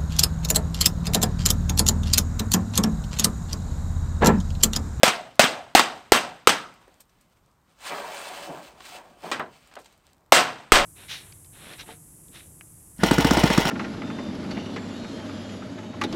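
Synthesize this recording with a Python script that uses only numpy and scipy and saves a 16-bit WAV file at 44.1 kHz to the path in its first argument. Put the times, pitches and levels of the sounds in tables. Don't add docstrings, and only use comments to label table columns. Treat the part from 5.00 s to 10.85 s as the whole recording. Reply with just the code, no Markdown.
import sys
import numpy as np
from scipy import signal
from scipy.fft import rfft, irfft
from scipy.io import wavfile

SR = 44100
rng = np.random.default_rng(int(sys.argv[2]) if len(sys.argv) > 2 else 0)


def waveform_to_disk(signal):
    frames = np.transpose(np.atleast_2d(signal))
    scaled = np.clip(frames, -1, 1) * 32767
    samples = np.round(scaled).astype(np.int16)
    wavfile.write(sys.argv[1], SR, samples)


N = 257984

# start_s, thud_db, thud_centre_hz, clang_db, chatter_s, clang_tilt_db_per_octave,
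# rebound_delay_s, rebound_db, low_thud_centre_hz, low_thud_db, hum_hz, hum_db
HAMMER_BLOWS = [(0.0324, 9, 575, -14.5, 0.02, 0.5, 0.046, -14.5, 261, -1.5, 690, -38.5),
                (0.3944, 8.5, 645, -13.5, 0.0271, 0, .046, -16.5, 205, -5, 690, -36.5),
                (0.7504, 11, 780, -13, 0.02, 0.5, 0.044, -11, 310, 3, 747, -38.5),
                (1.1201, 3.5, 773, -15.5, 0.027, 0, .04, -18, 410, 6.5, 744, -43.5),
                (1.4724, 5, 1270, -18, 0.031, 0, 0.02, -13.5, 445, 5.5, 1320, -45),
                (5.322, 14.5, 822, -11.5, 0.053, 0, 0.061, -39, 600.3, 14.5, 677, -41),
                (5.7200, 5, 1270, -12, 0.059, -1, 0.034, -18.5, 396, 5, 900, -40)]
# start_s, level_db, treble_tilt_db_per_octave, ring_time_factor, wooden_body_boost_db
STRIP_KNOCKS = [(0, -56, -4.5, 0.84, 12), (1.813, -61.5, 0.5, 0.75, 9.5), (1.879, -60, -15, 0.33, 22),
                (2.004, -68, 13.5, 0.276, 0), (2.094, -70, 5, .2, 0), (2.21, -69, 8.5, 0.24, 0),
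                (2.904, -44, -16, 1, 2), (3.46, -61, -10, .1, 11), (3.505, -51, -34, .6, 22),
                (3.805, -38.5, -6, 0.062, 11.5), (4.315, -22.5, -3, 0.71, 6.5),
                (4.396, -23.5, -18, 0.494, 9), (4.713, -51.5, -3, 0.79, 4), (4.738, -51, 2.5, 0.057, 5),
                (4.754, -46, 2, 0.084, 0), (4.766, -39, -11, 0.387, 14.5), (4.788, -60, 6, 0.88, 0),
                (4.844, -57, 4, 0.16, -1), (4.858, -53, 3, 0.21, 3), (4.925, -63, 4.5, 0.18, 0)]
# pitch_hz, level_db, time_to_fall_60_db_s
BOARD_MODES = [(228, 3.5, 0.027), (310, 5.5, 0.014), (393, 7, 0.011), (506, -0.5, 0.022), (640.3, 5, 0.012),
               (780, 8.5, 0.01), (900, 6.5, 0.011), (1270, 9, 0.01), (1646, 1, 0.0065)]
# pitch_hz, density_db_per_hz
CLANG_COLOUR = [(53, -44.5), (90, -22), (239, -5.5), (402, -7), (647, -3), (935, 0.5), (1380, 1),
                (1830, -1.5), (2710, -2), (3360, -3), (6720, -12), (8530, -15), (10600, -22.5),
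                (13500, -24), (16000, -36)]
# pitch_hz, time_to_fall_60_db_s
CLANG_RING_TIMES = [(100, 0.98), (260, 0.46), (700, 0.43), (1840, 0.34), (4850, 0.3), (12800, 0.22)]
# pitch_hz, level_db, time_to_fall_60_db_s
STRIP_MODES = [(420, -13, 0.2), (498, -11, .25), (572, -10.5, 0.33), (629, -7, 0.19), (690, -8.5, 0.12),
               (734.4, -6.5, 0.24), (823.5, -10.5, 0.15), (1087, -12.5, 0.28), (1320, -10, .25),
               (1680, -21.5, .25), (2031, -10.5, 0.23), (2280, -13, .25), (2750, -14, 0.35),
               (3337, -15, 0.22)]
# pitch_hz, density_db_per_hz
RUB_COLOUR = [(59, -57), (100, -29), (172, -5.5), (281, -5.5), (371, -4.5), (461, -3.5), (721, 2.5),
              (1360, -7), (2160, -15.5), (4000, -29.5), (5200, -63.5), (8800, -120)]
# pitch_hz, density_db_per_hz
RUSTLE_COLOUR = [(590, -27.5), (1000, -5), (1280, -3), (1770, -4), (2620, -2), (4310, -6.5), (6700, -14.5),
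                 (8650, -11), (10700, -27.5), (14200, -19.5), (16000, -30.5)]
# pitch_hz, density_db_per_hz
AIR_COLOUR = [(12, -43), (20, -18), (44, -2.5), (262, -11.5), (377, -18), (678, -19), (802, -21.5),
              (1090, -15), (1440, -23.5), (2530, -30.5), (16000, -41)]
# start_s, level_db, pitch_hz, time_to_fall_60_db_s
LOW_PUFFS = [(5.721, -5.5, 21, 0.13), (5.795, -19.5, 25, .2)]
# pitch_hz, width_hz, boost_db
MICROPHONE_PORT = [(8360, 1100, 5), (10270, 2300, -6.5), (13500, 6900, 4)]
# time_s, rub_db, rustle_db, rub_tilt_db_per_octave
DRAG_LEVELS = [(2.76, -68, -69.5, 0), (2.764, -72, -67.5, -1), (2.866, -41, -35.5, 3.5),
               (2.892, -45, -37.5, 2.5), (2.914, -30.5, -41, 2.5), (3.062, -39, -46, 2.5),
               (3.17, -40.5, -41, 3), (3.468, -43, -44, 0.5), (3.492, -35.5, -47, -7),
               (3.614, -42, -51.5, -1), (3.64, -49, -47, -2), (3.756, -54.5, -60.5, -1),
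               (3.856, -54, -46, -1.5), (3.96, -44.5, -44.5, -0.5), (4.028, -51, -61.5, 1.5),
               (4.162, -57, -61.5, -5), (4.218, -57.5, -52, 0), (4.244, -35, -44, -1),
               (4.31, -40.5, -46.5, -2.5)]
# peak_s, spread_s, rub_db, rustle_db
SMALL_STIRS = [(1.92, 0.064, -66.5, -65), (2.008, 0.0075, -61.5, -57), (2.2, 0.077, -73, -69.5),
               (2.322, .012, -70.5, -66.5), (2.378, .015, -73.5, -71.5), (2.47, .04, -70, -77),
               (2.72, 0.034, -70, -67), (4.469, 0.033, -50.5, -64), (4.558, 0.036, -60, -57.5),
               (4.66, 0.0464, -65, -61), (4.9, 0.086, -67.5, -66.5), (5.089, .035, -69, -66.5),
               (5.2, 0.075, -66.5, -87)]

AIR_DB = -63.5
GARDEN_DB, GARDEN_T60_S = -17.5, 0.76
HUM_DELAY_S, HUM_HELD_S, HUM_T60_S = 0.09, 0.093, 0.33
STIR_TILT_DB_PER_OCTAVE = -3.5
BODY_HZ, BODY_OCTAVES = 432, 1
SLAP_ON_BOARD_DB = -4
CUTOFF_HZ = 16000


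def clang():
    out = np.zeros(N)
    contacts = metallic(grains(per_s=11000, spread_db=1.0), depth_db=1.25, width_hz=40)
    rebounds = [(blow[0] + blow[6], blow[7], 0, 0.25, 0) for blow in HAMMER_BLOWS]
    for hz, band in bands(contacts, CLANG_COLOUR):
        power = np.zeros(N)
        t60 = at_hz(CLANG_RING_TIMES, hz)
        octaves = np.log2(hz / 1500)
        for s, _, _, level_db, chatter_s, tilt, *_ in HAMMER_BLOWS:
            hold_s = chatter_s * (hz / 1500) ** -0.15
            start, direct = envelope(s, hold_s, t60)
            age = np.arange(len(direct)) / SR
            sag = from_db(-40 * np.minimum(age, hold_s))
            echo_gain = from_db(GARDEN_DB - 2.7 * octaves)
            echo = echo_gain * envelope(s, hold_s, GARDEN_T60_S)[1]
            blow_power = from_db(2 * (level_db + tilt * octaves))
            power[start:start + SR] += blow_power * ((sag * direct) ** 2 + echo ** 2)
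        for s, level_db, tilt, ring_factor, body_db in list(STRIP_KNOCKS) + rebounds:
            start, direct = envelope(s, 0.0021, t60 * ring_factor)
            treble_db = tilt * max(np.log2(hz / 1900), 0)
            wood_db = body_db * np.exp(-(np.log2(hz / BODY_HZ) / BODY_OCTAVES) ** 2)
            power[start:start + SR] += (from_db(level_db + treble_db + wood_db) * direct) ** 2
        flicker = from_db(1.4 * drift(25))
        out += band * np.sqrt(power) * flicker
    return out


def thuds():
    columns = np.transpose(HAMMER_BLOWS)
    s, thud_db, centre_hz, _, _, _, rebound_s, rebound_db, low_hz, low_db, *_ = columns
    out = np.zeros(N)
    delay_s = 0.0006
    for k, (hz, db, t60) in enumerate(BOARD_MODES):
        main_group = from_db(thud_db - 90 * np.log2(hz / centre_hz) ** 2)
        low_group = from_db(low_db - 90 * np.log2(hz / low_hz) ** 2)
        slap_db = rebound_db + SLAP_ON_BOARD_DB + rng.normal(0, 3.7, len(s))
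        clicks = np.zeros(N)
        clicks[((s + delay_s) * SR).astype(int)] = (main_group + low_group) * from_db(db)
        clicks[((s + rebound_s) * SR).astype(int)] = from_db(db + slap_db)
        out += ring(clicks * (-1) ** k, hz, t60)
    return signal.sosfilt(signal.butter(2, 160, "high", fs=SR, output="sos"), out)


def cracks():
    loudness = np.zeros(N)
    for s, *_ in HAMMER_BLOWS:
        start, burst = envelope(s, 0.00093, 0.038)
        loudness[start:start + SR] += from_db(-3.0) * burst
    colour = [(900, 3.5), (3000, 4), (8500, -9), (16000, -20.5)]   # pitch_hz, density_db_per_hz
    return loudness * sum(band for _, band in bands(rng.standard_normal((2, N)), colour))


def strip_tones():
    shake = np.zeros(N)
    rubbed = from_db(-33.0) * handling_level(column=1)
    for s, _, _, level_db, chatter_s, *_ in HAMMER_BLOWS:
        start, fed = envelope(s, chatter_s, 0.17)
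        shake[start:start + SR] += from_db(level_db - 36.5) * fed
    out = np.zeros(N)
    for hz, db, t60 in STRIP_MODES:
        force = shake + rubbed / (1 + (hz / 900) ** 4)
        out += ring(from_db(db) * force * rng.standard_normal(N), hz, t60)
    return out


def afterring():
    out = np.zeros(N)
    for s, *_, hz, db in HAMMER_BLOWS:
        start, fed = envelope(s + HUM_DELAY_S, HUM_HELD_S, HUM_T60_S)
        once = ring(rng.standard_normal(len(fed)), hz, 0.014)
        hum = rms_one(ring(once, hz, 0.014))
        out[start:start + SR] += from_db(db) * fed * hum
    return out


def handling():
    tilt = drag_curve(column=3)
    tilt = np.where(tilt < -50, STIR_TILT_DB_PER_OCTAVE, tilt.clip(-12, 12))
    rub_grains = metallic(grains(per_s=3400, spread_db=1.0), depth_db=4.0, width_hz=30)
    rub = sum(band * from_db(2.1 * drift(34) + tilt * np.log2(hz / 700))
              for hz, band in bands(rub_grains, RUB_COLOUR))
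    rustle_grains = metallic(grains(per_s=5000, spread_db=0.0), depth_db=3.0, width_hz=40)
    rustle = sum(band * from_db(0.9 * drift(8.8)) for _, band in bands(rustle_grains, RUSTLE_COLOUR))
    patchy = from_db(0.75 * drift(30) + 1.53 * drift(4))
    return handling_level(column=1) * rub + handling_level(column=2) * patchy * rustle


def crackle():
    sizes = np.abs(grains(per_s=25, spread_db=5.0)[0])
    snaps = signal.lfilter([1], [1, -0.97], sizes) * rng.standard_normal(N)
    busy = from_db(-65.0 + 3.0 * drift(2))
    return busy * signal.sosfilt(signal.butter(1, [2500, 9000], "band", fs=SR, output="sos"), snaps)


def air():
    noise = rng.standard_normal((2, N))
    hush = sum(band * from_db(1.1 * drift(3)) for _, band in bands(noise, AIR_COLOUR))
    out = from_db(AIR_DB) * hush
    for s, db, hz, t60 in LOW_PUFFS:
        click = np.arange(N) == round(s * SR)
        out += ring(from_db(db) * click, hz, t60)
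    return out


def handling_level(column):
    t = np.arange(N) / SR
    power = from_db(2 * drag_curve(column))
    for s, spread_s, *db in SMALL_STIRS:
        power += from_db(2 * db[column - 1]) * np.exp(-((t - s) / spread_s) ** 2)
    return np.sqrt(power)


def drag_curve(column):
    rows = np.array(DRAG_LEVELS)
    return np.interp(np.arange(N) / SR, rows[:, 0], rows[:, column], left=-120, right=-120)


def metallic(source, depth_db, width_hz):
    spectrum = rfft(source)
    knots = rng.standard_normal(round(SR / 2 / width_hz) + 2)
    places = np.linspace(0, len(knots) - 1, N // 2 + 1)
    comb_db = depth_db * np.interp(places, np.arange(len(knots)), knots)
    return irfft(spectrum * from_db(comb_db), N)


def grains(per_s, spread_db):
    unevenness = np.minimum(rng.exponential(1, (2, N)), 5)
    sizes = from_db(spread_db * unevenness) * rng.standard_normal((2, N))
    return sizes * (rng.random((2, N)) < per_s / SR)


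def bands(source, spectrum):
    edges = 20 * 2 ** (np.arange(30) / 3)
    centres = np.sqrt(edges[1:] * edges[:-1])
    gains = from_db(at_hz(spectrum, centres)) * np.sqrt(centres) * (centres > spectrum[0][0])
    for k, hz in enumerate(centres):
        if gains[k]:
            sos = signal.butter(2, edges[k:k + 2], "band", fs=SR, output="sos")
            band = rms_one(signal.sosfilt(sos, source[k % 2]))
            yield hz, band * gains[k] / np.linalg.norm(gains)


def ring(clicks, hz, t60):
    r = from_db(-60 / (t60 * SR))
    w = 2 * np.pi * hz / SR
    return signal.lfilter([0, np.sin(w)], [1, -2 * r * np.cos(w), r * r], clicks + 1e-18)


def envelope(s, hold_s, t60):
    start = round(s * SR)
    age = np.arange(min(N - start, SR)) / SR
    return start, from_db(-60 * np.maximum(age - hold_s, 0) / t60)


def drift(rate_hz):
    r = np.exp(-80 * np.pi * rate_hz / SR)
    noise = rng.standard_normal(N // 40 + 2002)
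    slow = signal.lfilter([1], [1, -2 * r, r * r], noise)[2000:]
    return np.interp(np.arange(N) / 40, np.arange(len(slow)), rms_one(slow))


def at_hz(points, hz):
    table = np.array(points)
    return np.interp(np.log(hz), np.log(table[:, 0]), table[:, 1])


def rms_one(x):
    return x / np.sqrt(np.mean(x ** 2) + 1e-20)


def from_db(db):
    return 10 ** (np.asarray(db) / 20)


def scene():
    blows = clang() + thuds() + cracks() + strip_tones() + afterring()
    return (blows + handling() + crackle() + air())[None]


def record(dry):
    for hz, width_hz, db in MICROPHONE_PORT:
        peak = signal.lfilter(*signal.iirpeak(hz, hz / width_hz, fs=SR), dry)
        dry = dry + (from_db(db) - 1) * peak
    clipped = np.clip(dry, -1, 1)
    loud = signal.lfilter([0.004], [1, -0.996], np.maximum(np.abs(clipped) - 0.4, 0))
    ducked = 0.93 * clipped / (1 + 1.2 * loud)
    no_bass = signal.lfilter(*signal.butter(1, 25, "high", fs=SR), ducked)
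    top_cut = signal.cheby2(12, 50, CUTOFF_HZ + 400, fs=SR, output="sos")
    return np.clip(signal.sosfilt(top_cut, no_bass), -1, 1)


dry = scene()
out = record(dry)
waveform_to_disk(out)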